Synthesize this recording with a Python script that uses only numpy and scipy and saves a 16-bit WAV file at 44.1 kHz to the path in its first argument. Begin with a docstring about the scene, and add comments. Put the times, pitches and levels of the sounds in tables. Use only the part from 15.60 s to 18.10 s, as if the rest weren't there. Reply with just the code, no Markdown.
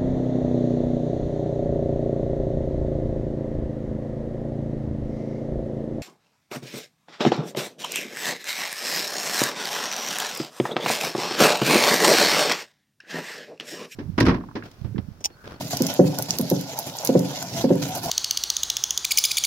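"""Stone grinder, close up

A small kitchen, a stereo microphone pair close by: a heavy stone roller is rocked round by hand in a stone bowl.
Two knocks a turn make the bowl boom: decaying sine modes in two mixes, with a dull noise thud that rebounds.
Between them the roller rumbles, rasps and lurches over soaked grains: shaped noise and random tiny fractures.
Now and then a single grain cracks sharply: short bursts of noise in two treble bands."""
import sys
import numpy as np
from scipy import signal
from scipy.fft import rfft, irfft, next_fast_len
from scipy.io import wavfile
from scipy.ndimage import uniform_filter1d, map_coordinates

SR = 44100
rng = np.random.default_rng(int(sys.argv[2]) if len(sys.argv) > 2 else 0)


def output_pcm(signal):
    """Save a mono or channel-first signal as 16-bit PCM at the path in sys.argv[1].

    Samples are clipped to [-1, 1] before scaling.
    """
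    pcm = np.clip(np.atleast_2d(signal).T, -1, 1) * 32767
    wavfile.write(sys.argv[1], SR, np.round(pcm).astype(np.int16))


N = 110250


def amp(db):
    """Decibels to gain."""
    return 10 ** (np.asarray(db) / 20)


def unit(x):
    """Scaled to rms 1."""
    return x / np.sqrt(np.mean(x ** 2) + 1e-20)


def along(points, hz):
    """Read (f/Hz, value) points on a log frequency axis."""
    f, value = np.transpose(points)
    return np.interp(np.log(hz + 1), np.log(f + 1), value)


def wobble(rate, size=N):
    """A smooth random curve through rate knots a second."""
    knots = rng.standard_normal(size // 50)
    return map_coordinates(knots, [np.arange(size) * rate / SR], mode="wrap")


def filtered(x, response):
    """x with its spectrum multiplied by a response of frequency."""
    m = next_fast_len(N + SR // 2)
    return irfft(rfft(x, m) * response(np.fft.rfftfreq(m, 1 / SR)), m)[..., :N]


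def add(track, s, sound):
    """Mix a sound in at time s."""
    part = track[max(round(s * SR), 0):][:len(sound)]
    part += sound[:len(part)]


def fading(rise_s, t60):
    """An envelope that rises quickly and dies away, 60 dB in t60 seconds."""
    t = np.arange(SR) / SR
    return (1 - np.exp(-t / rise_s)) * amp(-60 * t / t60)


# how alike the left and right microphones hear a source: f/Hz, likeness [0 to 1]
LIKENESS = [(450, 0.99), (900, 0.92), (2200, 0.53), (6000, 0.067)]


def coloured(pair, spectrum):
    """Two unrelated signals become a stereo sound of rms 1: the less alike a band, the more side signal."""
    def mid_and_side(hz):
        angle = np.arccos(np.clip(along(LIKENESS, hz), -1, 1)) / 2
        return amp(along(spectrum, hz)) * [np.cos(angle), np.sin(angle)]

    mid, side = filtered(pair, mid_and_side)
    return unit(np.array([mid + side, mid - side]))


def noise(spectrum):
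    """Steady stereo noise of rms 1."""
    return coloured(rng.standard_normal((2, N)), spectrum)


# decay of the small kitchen: f/Hz, t60/s
KITCHEN_DECAY = [(120, 0.067), (600, 0.51), (10000, 0.16)]


def kitchen(x):
    """The room's answer: stereo noise that decays at its own pace in each band, slowest near 600 Hz."""
    hz, t, z = signal.stft(rng.standard_normal((2, SR // 2)), SR, nperseg=256)
    decay = amp(-60 * t / along(KITCHEN_DECAY, hz)[:, None])
    tail = signal.istft(z * decay, SR, nperseg=256)[1]
    return signal.fftconvolve(x, tail / np.linalg.norm(tail[0]), axes=1)[:, :N]


PATCH_DB = 3  # rms depth of the colour shifts


def patchy(pair):
    """The colour shifts from moment to moment, in patches fine and broad in frequency."""
    z = signal.stft(pair, nperseg=1024)[2]
    field = rng.standard_normal(z.shape[1:])

    def smoothed(bins, frames):
        return unit(uniform_filter1d(uniform_filter1d(field, size=bins, axis=0), size=frames, axis=1))

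    patches = unit(smoothed(4, 4) + .5 * smoothed(36, 3))  # fine and broad in frequency
    return signal.istft(z * amp(PATCH_DB * patches), nperseg=1024)[1][:, :N]


GRAINS_PER_S, GRAIN_SPREAD_DB = 1500, 2
GRAIN_SHARE = 0.54  # power share of the fractures, the rest is fizz
FLUTTER_DB = 1.74


def gritty(spectrum):
    """Dense tiny fractures of uneven size over a fine fizz, with shifting colour and a fluttering level."""
    struck = rng.random(N) < GRAINS_PER_S / SR
    sizes = struck * amp(GRAIN_SPREAD_DB * np.minimum(rng.exponential(size=N), 4))
    fractures = unit(sizes * rng.standard_normal((2, N)))
    fizz = rng.standard_normal((2, N))
    pair = np.sqrt(GRAIN_SHARE) * fractures + np.sqrt(1 - GRAIN_SHARE) * fizz
    return unit(coloured(patchy(pair), spectrum) * amp(FLUTTER_DB * wobble(90)))


GROAN_HZ, GROAN_WANDER_HZ = 705, 35
GROAN_FLUTTER_PER_S = 60  # random knots a second, which widen the resonance


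def groan():
    """The rolling contact catches now and then and sings in one narrow resonance.

    Its pitch wanders as the roller leans."""
    phase = 2 * np.pi * np.cumsum(GROAN_HZ + GROAN_WANDER_HZ * wobble(8.9)) / SR
    catching = np.maximum(wobble(20), 0)
    in_phase = wobble(GROAN_FLUTTER_PER_S) * np.cos(phase)
    quadrature = wobble(GROAN_FLUTTER_PER_S) * np.sin(phase)
    return unit(catching * (in_phase + quadrature))


# treble of a splitting husk or bursting grain: f/Hz, level/dB
HIGH_SNAP_SPECTRUM = [(6500, -25), (10000, -3), (12300, 1.5), (15500, -5.5)]
CHIP_RATE, CHIP_DB = 220, 4  # ticks a second where the squared clustering curve is 1; gain


def chips():
    """Husks split in clusters: bright ticks about a millisecond long, most of them small."""
    chance = CHIP_RATE / SR * wobble(20) ** 2
    sizes = (rng.random(N) < chance) * rng.random(N) ** 2
    ticks = signal.fftconvolve(sizes, np.hanning(SR // 700))[:N]
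    return amp(CHIP_DB) * ticks * noise(HIGH_SNAP_SPECTRUM)


# how hard the roller grinds, before each layer's own gain: t/s, level/dB
GRIND_LEVEL = [(.1, -41), (.33, -35.5), (.44, -47.5), (.55, -40), (.67, -43.5), (.88, -40), (.96, -38),
               (1.03, -42), (1.14, -38), (1.335, -43), (1.46, -35.5), (1.55, -44), (1.77, -35.5),
               (1.86, -40.5), (2.02, -36.5), (2.09, -47), (2.19, -41.5), (2.25, -38), (2.385, -38.5),
               (2.41, -45.5), (2.46, -33.5)]
# the roller slips over the grains: t/s, length/s, low bump level/dB, stone rasp level/dB, crunch level/dB
LURCH_EVENTS = [(.003, 0.012, -31.5, -24, -27), (0.099, 0.047, -54, -38.5, -32),
                (0.125, 0.02, -23.5, -34.5, -31), (0.281, 0.038, -33, -34, -31),
                (0.456, 0.032, -40, -42, -37), (0.536, 0.023, -50, -38.5, -33.5),
                (0.581, 0.021, -23.5, -21.5, -51), (0.682, 0.024, -28, -31, -29.5),
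                (0.725, 0.037, -30.5, -46, -35), (1.182, 0.021, -38, -31, -45),
                (1.259, 0.044, -31, -37, -34.5), (1.685, 0.064, -32, -38.5, -68),
                (1.819, 0.014, -31, -25.5, -30.5), (1.954, 0.088, -39, -33, -36),
                (2.216, 0.022, -26, -33, -27), (2.342, 0.05, -30.5, -31, -36),
                (2.435, 0.0096, -28, -23, -25), (2.483, 0.04, -59, -34, -45.5)]
# colours of the crushed grains, the rubbing stone and the low rolling: f/Hz, level/dB
CRUNCH_SPECTRUM = [(800, -10), (2000, -4), (3800, 1), (5200, 2.5), (6600, 1.5), (7600, -4.5), (8500, -23.5),
                   (10000, -10), (12500, -6.5), (15500, -24)]
RASP_SPECTRUM = [(200, -21), (470, -8), (600, 0.5), (830, -0.5), (1020, -6.5), (1200, -21), (1450, -9.5),
                 (2200, -50.5)]
RUMBLE_SPECTRUM = [(25, -42.5), (120, 1.5), (175, 0), (210, -9.5), (270, -0.5), (330, -11.5), (480, -14.5),
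                   (900, -32)]
LURCH_RISE_S, BUMP_T60 = 0.0072, 0.24
CRUNCH_DB, RASP_DB, GROAN_DB = 1, -2, -6  # gains on the grind level
RUMBLE_DB, RUMBLE_WAVER_DB = -41, 6


def rolling():
    """The roller rumbles, rasps on the bowl and crunches the grains; every lurch swells all three."""
    t = np.arange(N) / SR
    grind = amp(np.interp(t, *np.transpose(GRIND_LEVEL)))
    bump, rasp, crunch = np.zeros((3, N))
    u = t[:SR // 2]
    for s, length, bump_db, rasp_db, crunch_db in LURCH_EVENTS:
        slip = (1 - np.exp(-u / LURCH_RISE_S)) * np.exp(-(u / length) ** 4)
        add(bump, s, amp(bump_db) * fading(LURCH_RISE_S, BUMP_T60))
        add(rasp, s, amp(rasp_db) * slip)
        add(crunch, s, amp(crunch_db) * slip)
    # lurches and steady rolling add as powers
    steady_rumble = amp(RUMBLE_DB + RUMBLE_WAVER_DB * wobble(13)) * np.sqrt(unit(grind))
    rumble = np.hypot(bump, steady_rumble) * noise(RUMBLE_SPECTRUM)
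    rub = np.hypot(rasp, amp(RASP_DB) * grind) * gritty(RASP_SPECTRUM)
    rub = rub + amp(GROAN_DB) * grind * groan()
    crushing = np.hypot(crunch, amp(CRUNCH_DB) * grind) * (gritty(CRUNCH_SPECTRUM) + chips())
    return rumble + rub + crushing


# single grains crack: t/s, low snap level/dB, high snap level/dB (both before CRACK_DB)
CRACK_EVENTS = [(0.1704, -22.5, -24.5), (0.2211, -22, -19), (0.2672, -20, -20), (.3395, -34, -25),
                (.587, -24.5, -19.5), (0.624, -25, -20), (.7071, -13.5, -29), (0.786, -23, -18),
                (0.8123, -34, -22), (.9005, -26.5, -21), (1.0113, -33.5, -31.5), (1.1892, -25.5, -21.5),
                (1.196, -41, -26), (1.369, -37, -30.5), (1.387, -23.5, -50), (1.4495, -27, -18),
                (1.4528, -28, -28), (1.463, -37, -28), (1.4735, -22.5, -23.5), (1.593, -28.5, -28),
                (1.826, -26, -27), (2.3519, -53, -23), (2.4486, -28.5, -50)]
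# colour of the lower part of a crack: f/Hz, level/dB
LOW_SNAP_SPECTRUM = [(1500, -27), (3300, -24), (5000, -2.5), (6300, -1), (7400, -7), (9000, -70)]
CRACK_DB, SNAP_RISE_S, CRACK_T60 = 9, .00009, .0038
SPLINTER_DB, SPLINTER_T60 = -24, 0.078
AFTER_SNAP_MAX_S, AFTER_SNAP_DB = .003, -12  # the second snap comes after half to all of this time


def cracks():
    """A grain bursts, snaps once more a moment later and splinters faintly."""
    splinter = amp(SPLINTER_DB) * fading(SNAP_RISE_S, SPLINTER_T60)
    burst = amp(CRACK_DB) * (fading(SNAP_RISE_S, CRACK_T60) + splinter)
    low, high = np.zeros((2, N))
    for s, low_db, high_db in CRACK_EVENTS:
        after_s = s + rng.uniform(.5, 1) * AFTER_SNAP_MAX_S
        for at, db in ((s, 0), (after_s, AFTER_SNAP_DB)):
            add(low, at, amp(low_db + db) * burst)
            add(high, at, amp(high_db + db) * burst)
    return low * noise(LOW_SNAP_SPECTRUM) + high * noise(HIGH_SNAP_SPECTRUM)


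# stone meets stone, twice a turn: t/s, level/dB, brightness [dB per octave about 300 Hz]
KNOCK_EVENTS = [(.2048, -1, -2), (.3928, 5, 2.5), (.7942, -5.5, -6), (.9138, -2.5, -0.6), (1.4912, 0, 0.5),
                (1.5515, 1.5, 1.6), (2.0413, 1.5, 1), (2.1042, 1, 1.6)]
# what bowl and roller ring with: f/Hz, t60/s, level/dB at a turn's first knock, level/dB at its second
STONE_MODES = [(110.4, 0.39, -50, -28), (134.5, 0.56, -37.5, -23), (155.3, 0.49, -30, -20.5),
               (183, 0.33, -24.5, -15.5), (227, 0.22, -16.5, -22), (267.8, 0.48, -17, -19.5),
               (292.4, 0.39, -61, -22), (331, 0.022, -1.5, -0.5), (386.3, 0.075, -23, -8),
               (424, 0.43, -30.5, -43), (511, 0.29, -45, -21), (526.6, 0.14, -14, -14),
               (564, 0.14, -59, -19), (731, 0.0746, -36, -24.5), (800, 0.014, -13, -38)]
# colour of the dull thud: f/Hz, level/dB
THUD_SPECTRUM = [(30, -10), (100, -10.5), (500, 12), (700, -4), (980, -3), (1200, -16.5), (1450, -13.5),
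                 (2000, -20), (3500, -46)]
CONTACT_S = 0.0022  # rise time constant
THUD_DB, THUD_T60 = -19.5, 0.071
REBOUND_S, REBOUND_DB = .046, -6
BUILD_UP_BELOW_HZ = 460
RING_WAVER_DB, RING_WAVER_PER_S = 2.5, 45  # depth; random knots a second


def knocks():
    """Stone meets stone at two spots of the bowl in turn: the same modes in two mixes, and a thud that rebounds."""
    hz, t60, first_db, second_db = np.transpose(STONE_MODES)
    t = np.arange(SR) / SR
    # the low modes swing against each other and swell; the upper ones speak at once
    alternating = (-1) ** np.arange(1, len(hz) + 1)
    signs = np.where(hz < BUILD_UP_BELOW_HZ, alternating, -1)
    modes = np.array([sign * np.sin(2 * np.pi * f * t) * fading(CONTACT_S, decay)
                      for sign, f, decay in zip(signs, hz, t60)])
    # each mode fades unevenly, the waver growing in after the strike
    wavers = np.array([wobble(RING_WAVER_PER_S, size=SR) for _ in hz])
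    uneven = amp(RING_WAVER_DB * wavers * np.minimum(2 * t / THUD_T60, 1))
    octaves = np.log2(hz / 300)
    ring, thud = np.zeros(N), np.zeros(N)
    for k, (s, db, bright) in enumerate(KNOCK_EVENTS):
        spot_db = second_db if k % 2 else first_db
        levels = amp(db + spot_db + bright * octaves)
        add(ring, s, levels @ (modes * rng.permutation(uneven)))  # wavers dealt anew to the modes
        for at, loss_db in ((s, 0), (s + REBOUND_S, REBOUND_DB)):
            add(thud, at, amp(db + THUD_DB + loss_db) * fading(CONTACT_S, THUD_T60))
    return ring + thud * noise(THUD_SPECTRUM)


# level at the left microphone over the right: f/Hz, level/dB
LEFT_OVER_RIGHT = [(140, 0), (280, -2.5), (520, 0), (5500, -3.5), (9000, 2.5), (13000, -4.5)]
LEFT_LEAD_S = .00011  # the sound reaches the left microphone first
KNOCK_ROOM_DB, GRAIN_ROOM_DB = -11.5, -16


def scene():
    """The grinder close up in its kitchen; left and right differ in level by band and in arrival time."""
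    stone = knocks()
    grains = rolling() + cracks()
    room = kitchen(amp(KNOCK_ROOM_DB) * stone + amp(GRAIN_ROOM_DB) * grains)
    sides = np.array([[.5], [-.5]])  # half of each difference to either side

    def placed(hz):
        return amp(sides * along(LEFT_OVER_RIGHT, hz)) * np.exp(2j * np.pi * hz * LEFT_LEAD_S * sides)

    return filtered(stone + grains + room, placed)


LOW_CUT_HZ, TOP_HZ = 26, 15950


def record(dry):
    """The recorder thins the deepest bass and cuts steeply above its band limit."""
    def response(hz):
        low_cut = (hz / (hz - 1j * LOW_CUT_HZ)) ** 2
        return low_cut / (1 + (hz / TOP_HZ) ** 100)

    return filtered(dry, response)


dry = scene()
out = record(dry)
output_pcm(out)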